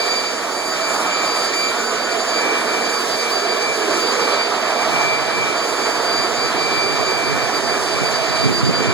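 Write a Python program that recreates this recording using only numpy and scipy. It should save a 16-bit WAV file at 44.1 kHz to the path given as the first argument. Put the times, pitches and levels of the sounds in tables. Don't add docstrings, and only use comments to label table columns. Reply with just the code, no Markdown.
import sys
import numpy as np
from scipy import signal
from scipy.fft import rfft, irfft, next_fast_len
from scipy.io import wavfile

SR = 44100
rng = np.random.default_rng(int(sys.argv[2]) if len(sys.argv) > 2 else 0)


def log_audio(samples):
    frames = np.atleast_2d(samples).T
    limited = np.clip(frames, -1, 1)
    pcm = np.round(limited * 32767).astype(np.int16)
    wavfile.write(sys.argv[1], SR, pcm)


N = 393813
SECONDS = np.arange(N) / SR
SIZE = next_fast_len(N)
HZ = np.maximum(np.arange(SIZE // 2 + 1) * SR / SIZE, 1)


def from_db(db):
    return 10 ** (np.asarray(db) / 20)


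def rms_one(x):
    return x / np.sqrt(np.mean(x ** 2) + 1e-20)


def in_time(rows):
    s, *columns = np.transpose(rows)
    return [np.interp(SECONDS, s, column) for column in columns]


def at_hz(points, hz):
    points = np.array(points)
    return np.interp(np.log(hz), np.log(points[:, 0]), points[:, 1])


def drift(rate_hz):
    step = 40
    pole = np.exp(-2 * np.pi * rate_hz * step / SR)
    noise = rng.standard_normal(N // step + 2002)
    slow = signal.lfilter([1], [1, -2 * pole, pole ** 2], noise)[2000:]
    return np.interp(np.arange(N) / step, np.arange(len(slow)), rms_one(slow))


def delay(x, samples):
    return np.concatenate([np.zeros(samples), x[:-samples]])


def white():
    return rfft(rng.standard_normal(SIZE))


def to_sound(spectrum):
    return irfft(spectrum, SIZE)[..., :N]


# time in seconds, pitch in Hz, peak amplitude in dB.
WHISTLE_PHRASES = [
    [(.8, 1440, -43), (.92, 1430, -41), (1.0, 1400, -35), (1.05, 1390, -41)],
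    [(1.07, 1275, -38), (1.17, 1235, -35), (1.25, 1270, -36), (1.36, 1285, -36), (1.45, 1325, -35),
     (1.54, 1290, -39)],
    [(1.58, 1150, -41), (1.66, 1290, -39), (1.73, 1410, -36), (1.8, 1470, -34), (1.87, 1497, -35),
     (1.96, 1503, -34), (2.05, 1485, -37), (2.1, 1465, -33), (2.15, 1400, -37)],
]


def whistle():
    tone = 0
    for phrase in WHISTLE_PHRASES:
        hz, db = in_time(phrase)
        start, end = phrase[0][0], phrase[-1][0]
        on = np.clip(np.minimum(SECONDS - start, end - SECONDS) / 0.02, 0, 1)
        tone = tone + on * from_db(db) * np.sin(2 * np.pi * np.cumsum(hz) / SR)
    return np.array([tone, tone])


# time in seconds, level in dB.
BREEZE_LEVEL = [(0, -80), (3.5, -74), (3.7, -41), (4.0, -47), (4.3, -59), (4.7, -54), (4.9, -35),
                (6.0, -45), (6.6, -37), (7.2, -35), (7.8, -36), (8.93, -27)]
# peak time in seconds, peak level in dB,
# half width in seconds (to 1/e of the power).
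PUFFS = [(5.05, -32, 0.11), (5.4, -32.5, 0.067), (6.14, -36, 0.07), (6.4, -38, 0.058), (6.95, -34, .09),
         (7.34, -28.5, 0.046), (7.62, -35, .06), (8.02, -30.5, 0.069), (8.3, -35, .07), (8.52, -28.5, 0.11),
         (8.85, -40, 0.1)]


def buffeting():
    power = from_db(2 * in_time(BREEZE_LEVEL)[0])
    for peak_s, peak_db, half_width_s in PUFFS:
        power = power + from_db(2 * peak_db) * np.exp(-((SECONDS - peak_s) / half_width_s) ** 2)
    return 10 * np.log10(power)


# frequency in Hz, relative noise density in dB.
WIND_COLOUR = [(20, -30), (40, -4), (80, -1), (130, 0), (250, -12), (450, -21.5), (900, -97)]


def wind():
    level_db, out = buffeting(), np.zeros((2, N))
    upper = 1 / (1 + (220 / HZ) ** 4)
    reach = from_db(1.23 * (level_db + 37.0))
    for port, port_db in enumerate((-1.5, 1.5)):
        noise = white() * from_db(at_hz(WIND_COLOUR, HZ))
        lumps = from_db(port_db + 4.6 * drift(16.0))
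        out[port] = lumps * (to_sound(noise * (1 - upper)) + reach * to_sound(noise * upper))
    return from_db(level_db) * rms_one(out)


def beating(rows):
    s, db = np.transpose(rows)
    row_numbers = np.arange(len(s))
    place = np.interp(SECONDS, s, row_numbers)
    eased = np.floor(place) + np.sin(np.pi / 2 * (place % 1)) ** 2
    power = np.interp(eased, row_numbers, from_db(2 * db))
    return rms_one(np.sqrt(power))


# time in seconds, rate in Hz.
BLADE_PASS = [(0.0, 2335.5), (0.5, 2335), (0.9, 2341.5), (1.8, 2341.5), (2.6, 2338.5), (7.5, 2341.5),
              (8.93, 2343.5)]
# multiple of the blade-pass rate, direct sound's mean level in dB,
# first port over second in dB, first port's lead in radians, second port's phase wander in radians,
# amplitude of each scattered part (in phase and in quadrature) over the direct sound.
BLADE_TONES = [(1, -37, 17, -1, 0.53, 0.17), (2, -38, 19, 2.5, 0.94, .13), (3, -50.5, 18, 0.5, .25, 0.65),
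               (4, -60.5, 12, -4, 0.56, 0.45), (5, -72, 12, 0.5, .9, 0.7)]
# time in seconds, relative level in dB.
BEATS_1ST = [(0, -36.5), (0.284, -42), (0.379, -54), (0.449, -47), (0.529, -56), (0.614, -42),
             (0.723, -54.0), (0.868, -38), (0.978, -53), (1.107, -37), (1.462, -43), (1.671, -36),
             (1.781, -51), (1.796, -39), (1.846, -56), (1.976, -42), (2.05, -52), (2.115, -40),
             (2.2, -56.0), (2.35, -41), (2.454, -33.5), (2.649, -42), (2.739, -36.5), (3.108, -54),
             (3.278, -36), (3.332, -47.8), (3.697, -35.5), (3.781, -54), (3.851, -39), (3.881, -55.1),
             (4.006, -38), (4.071, -54), (4.26, -36), (4.55, -56), (4.819, -38.5), (4.874, -58),
             (5.05, -32.5), (5.28, -40), (5.423, -34), (5.612, -56), (5.637, -42), (5.722, -43),
             (5.832, -41.5), (6.026, -56), (6.231, -39.5), (6.301, -57), (6.44, -39), (6.535, -47),
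             (6.68, -34.5), (7.0, -40), (7.199, -36.5), (7.508, -40), (7.528, -40), (7.638, -51),
             (7.717, -40), (7.852, -61), (7.892, -40), (7.932, -48.8), (7.972, -38), (8.112, -43),
             (8.401, -38), (8.556, -61), (8.62, -46), (8.735, -48), (8.88, -37), (8.93, -41.3)]
BEATS_2ND = [(0.0, -33.7), (0.01, -30.0), (0.06, -34.5), (0.114, -27.0), (0.144, -36.9), (0.166, -27.7),
             (0.237, -39.2), (0.269, -30.6), (0.295, -37.2), (0.475, -48.7), (0.591, -35.3), (0.619, -42.2),
             (0.686, -33.3), (0.8, -44.3), (0.844, -33.3), (0.89, -41.6), (0.96, -34.1), (1.024, -47.4),
             (1.201, -33.3), (1.231, -44.9), (1.273, -30.9), (1.451, -30.6), (1.511, -43.3), (1.604, -28.7),
             (1.758, -45.2), (1.788, -36.4), (1.822, -47.6), (1.866, -32.0), (1.944, -44.2), (2.057, -33.8),
             (2.089, -45.7), (2.121, -32.6), (2.171, -46.7), (2.209, -33.1), (2.251, -41.3), (2.367, -29.8),
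             (2.43, -42.2), (2.662, -39.9), (2.694, -34.6), (2.796, -44.5), (2.873, -32.3), (2.921, -39.5),
             (2.943, -30.9), (3.075, -42.4), (3.131, -29.6), (3.173, -39.6), (3.213, -29.9), (3.251, -42.2),
             (3.299, -41.3), (3.322, -26.9), (3.348, -35.5), (3.368, -28.6), (3.39, -35.4), (3.47, -38.5),
             (3.516, -30.1), (3.55, -39.4), (3.64, -32.4), (3.696, -49.5), (3.779, -37.1), (3.893, -42.4),
             (3.931, -33.6), (4.101, -29.7), (4.151, -39.8), (4.19, -40.5), (4.226, -30.1), (4.278, -40.2),
             (4.334, -32.9), (4.368, -41.5), (4.414, -30.1), (4.51, -38.9), (4.781, -36.6), (4.887, -44.2),
             (5.122, -35.5), (5.537, -47.2), (5.607, -33.9), (5.761, -39.4), (5.939, -33.4), (6.002, -37.0),
             (6.18, -27.0), (6.31, -45.9), (6.429, -30.4), (6.539, -45.3), (6.619, -31.2), (6.689, -36.1),
             (6.787, -30.3), (6.99, -34.2), (7.09, -29.8), (7.22, -44.0), (7.289, -33.0), (7.357, -46.7),
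             (7.437, -34.9), (7.517, -40.5), (7.561, -29.8), (7.599, -38.4), (7.71, -31.4), (7.776, -40.1),
             (7.91, -34.2), (8.034, -41.1), (8.062, -30.1), (8.128, -43.7), (8.151, -30.9), (8.207, -36.1),
             (8.453, -30.2), (8.499, -42.1), (8.565, -27.0), (8.63, -42.1), (8.67, -28.6), (8.72, -43.8),
             (8.76, -28.0), (8.846, -41.3), (8.902, -34.2), (8.93, -40.5)]
BEATS_3RD = [(0.0, -49), (0.05, -35), (0.27, -38.5), (2.29, -35), (2.51, -57), (2.91, -37.5), (2.96, -44),
             (3.68, -39.5), (5.32, -45), (5.4, -40), (6.39, -40), (6.87, -50), (7.04, -37.5), (7.14, -46.5),
             (8.93, -39.5)]
BEATS_4TH = [(0, -55), (.5, -55), (2.0, -56), (2.9, -45), (3.6, -61), (4.3, -52), (5.3, -54), (6.0, -53),
             (6.6, -61), (7.8, -58), (8.93, -55)]
FLUTTER_HZ = 8.0
# multiple of half the shaft rate, amplitude in dB, waver in dB.
MOTOR_TONES = [(2, -37.5, 2.5), (4, -43, 3)]
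# time in seconds, relative level in dB.
MOTOR_SWELL = [(0.0, -43), (0.1, -48.5), (3.28, -40), (3.53, -58), (3.58, -44.5), (5.32, -46.5),
               (8.63, -43), (8.93, -35)]


def fan():
    blade_phase = 2 * np.pi * np.cumsum(in_time(BLADE_PASS)[0]) / SR
    fades = [beating(rows) for rows in (BEATS_1ST, BEATS_2ND, BEATS_3RD, BEATS_4TH)]
    out = np.zeros((2, N))
    for k, (multiple, gain_db, near_db, lead, wander, scatter) in enumerate(BLADE_TONES):
        fade = fades[min(k, len(fades) - 1)]
        rate_hz = FLUTTER_HZ * multiple
        paths = 1 + scatter * (drift(rate_hz) + 1j * drift(rate_hz))
        level = np.sqrt(2) * np.abs(paths) * from_db(gain_db) * fade
        phase = multiple * blade_phase + np.angle(paths)
        out[0] += level * from_db(near_db / 2) * np.sin(phase + lead)
        shaded = from_db(1.0 * drift(20) - near_db / 2)
        out[1] += level * shaded * np.sin(phase + wander * drift(2.5))
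    swell = rms_one(from_db(in_time(MOTOR_SWELL)[0]))
    half_shaft_phase = blade_phase / 20
    port_lag = np.array([[.1], [0]])
    for multiple, db, waver_db in MOTOR_TONES:
        level = swell * from_db(db + waver_db * drift(2))
        out += level * np.sin(multiple * half_shaft_phase - port_lag)
    return out


# time in seconds, roar in dB, jet hiss in dB, treble in dB,
# bands of the 1st and 2nd tube resonance over the roar, both in dB.
AIR_SWINGS = [(0.0, -27, -31, -38, 1, -2.5), (0.07, -23, -30.5, -36, -6, -7), (0.22, -25, -34, -40, -7, -7),
              (0.69, -23, -40.5, -37, -10, -5), (0.77, -23, -32.5, -38, -8.5, -3),
              (1.0, -20.5, -37, -34.5, -12.5, -6), (1.15, -21.5, -30.5, -40, -11.5, -7),
              (1.27, -19.5, -32.5, -35.5, -13.5, -10), (1.4, -23.5, -32.5, -35.5, -6, -7.5),
              (1.9, -22, -35, -37.5, -9, -10), (2.34, -22.5, -32.5, -39, -7, -5),
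              (2.46, -21, -34, -38.5, -6, -10), (3.28, -23, -33, -33.5, -8, -8),
              (3.48, -23, -32, -40, -4.5, -5.5), (3.72, -24, -34.5, -37, -4.5, -7.5),
              (3.9, -21.5, -32, -35.5, -5.5, -6), (4.23, -20.5, -32, -35, -9.5, -22),
              (4.3, -19, -30, -35.5, -9, -10), (4.4, -22, -31, -41, -9, -8),
              (4.58, -20.5, -33, -41, -10.5, -6), (4.95, -19.5, -32, -36.5, -12.5, -5),
              (5.2, -22, -33, -41.5, -6, -8), (5.4, -22.5, -33.5, -41, -7, -8.5),
              (5.7, -21.5, -34, -37.5, -7.5, -6.5), (6.12, -21, -33, -37.5, -11, -4),
              (6.77, -21.5, -33.5, -40, -8, -6.5), (7.3, -22, -33.5, -38.5, -7, -4.5),
              (7.8, -21.5, -34, -36.5, -6, -8.5), (8.4, -23, -31.5, -38.5, -8.5, -2.5),
              (8.5, -24, -34, -39, -10, -9), (8.93, -21, -31, -44, -9, -8)]
# frequency in Hz, relative noise density in dB.
STREAM_COLOUR = [(40, -32), (70, -26), (130, -11), (200, -9.5), (300, -6), (450, -10), (900, -10.5),
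                 (1200, -8), (1700, -14.5), (2300, -14.5), (3500, -19), (5000, -20.5), (8000, -27.5),
                 (15500, -45.5)]
# frequency in Hz,
# first port over second in dB, likeness from 0 to 1, first port's lead in radians.
PORT_LIKENESS = [(70, .6, .87, .16), (130, 1.1, .966, .29), (200, 1.4, .992, .1), (300, 1.8, .988, -.1),
                 (450, 2.0, .976, -.38), (680, 1.4, .95, -.59), (900, .9, .84, -.75), (1150, .4, .69, -1.2),
                 (1600, 1.9, .35, -1.2), (2100, 5.0, .37, -1.1), (3200, 5.2, .1, -1.1),
                 (14600, 3.0, .05, -1.1)]
# centre in Hz, full width in Hz at half amplitude, gain over the stream in dB.
TUBE_RESONANCES = [(434, 124, 4), (668, 74, 3.5), (1298, 27, -6.5), (1746, 174, -4)]
# dB per dB of the 1st band, dB per dB of the 2nd band.
RESONANCE_FOLLOWS = [(1.26, -0.43), (0.29, 1.5), (-0.55, -0.38), (1.3, 0.3)]
TUBE_SWAY_DB, TUBE_WANDER = 1.4, .35


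def port_noise():
    table = np.array(PORT_LIKENESS)
    near_db, alike, lead = (at_hz(table[:, [0, column]], HZ) for column in range(1, 4))
    near = from_db(near_db / 2)
    shared, own = np.sqrt(alike) * white(), np.sqrt(1 - alike)
    first = (shared * np.exp(1j * lead) + own * white()) * near
    second = (shared + own * white()) / near
    return from_db(at_hz(STREAM_COLOUR, HZ)) * np.array([first, second])


def air():
    departures = np.array([curve - np.mean(curve) for curve in in_time(AIR_SWINGS)])
    swings, standing_out = departures[:3], departures[3:]
    ports, gust, centres = port_noise(), drift(24), np.geomspace(150, 15000, 12)
    out = 0
    for k, hz in enumerate(centres):
        band = np.interp(np.log(HZ), np.log(centres), np.arange(12) == k)
        weights = [np.interp(np.log(hz), np.log([1500, 3400, 9000]), np.arange(3) == j) for j in range(3)]
        own_flicker_db = np.interp(np.log(hz), np.log([500, 4000, 14000]), [1.4, .9, 2.2])
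        flicker_db = .5 * gust + own_flicker_db * drift(12)
        out = out + from_db(np.dot(weights, swings) + flicker_db) * to_sound(ports * band)
    for (hz, width_hz, db), follows in zip(TUBE_RESONANCES, RESONANCE_FOLLOWS):
        off = 2 * (HZ - hz) / width_hz
        peak = 1 / (1 + off ** 2)
        sway_db = TUBE_SWAY_DB * drift(0.39) + 1.27 * drift(7.0)
        gain = from_db(db + swings[0] + np.dot(follows, standing_out) + sway_db)
        out = out + gain * to_sound(ports * peak)
        slope = 2 * off * peak ** 2
        out = out + gain * TUBE_WANDER * drift(1.7) * to_sound(ports * slope)
    return from_db(-22.0) * rms_one(out)


def scene():
    return whistle() + wind() + fan() + air()


# frequency in Hz, gain on white noise in dB.
CHANNEL_HISS = [(30, -43), (1000, -95), (3000, -33.5), (6000, -30), (10000, -37.5), (15500, -51.5)]
STEER_SAMPLES, CROSS_DB = 16, -.5
RIGHT_DB = 2.6
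LOW_CUT_HZ, CUTOFF_HZ = 95, 15750


def record(dry):
    low_cut = signal.butter(2, LOW_CUT_HZ, "high", fs=SR, output="sos")
    top_cut = signal.ellip(14, .3, 80, CUTOFF_HZ, fs=SR, output="sos")
    first, second = signal.sosfilt(low_cut, dry)
    left = first - from_db(CROSS_DB) * delay(second, STEER_SAMPLES)
    right = second - from_db(CROSS_DB) * delay(first, STEER_SAMPLES)
    hiss = [to_sound(white() * from_db(at_hz(CHANNEL_HISS, HZ))) for side in range(2)]
    balance = from_db([[-RIGHT_DB / 2], [RIGHT_DB / 2]])
    pair = (np.array([left, right]) + hiss) * balance
    return signal.sosfilt(top_cut, pair)


dry = scene()
out = record(dry)
log_audio(out)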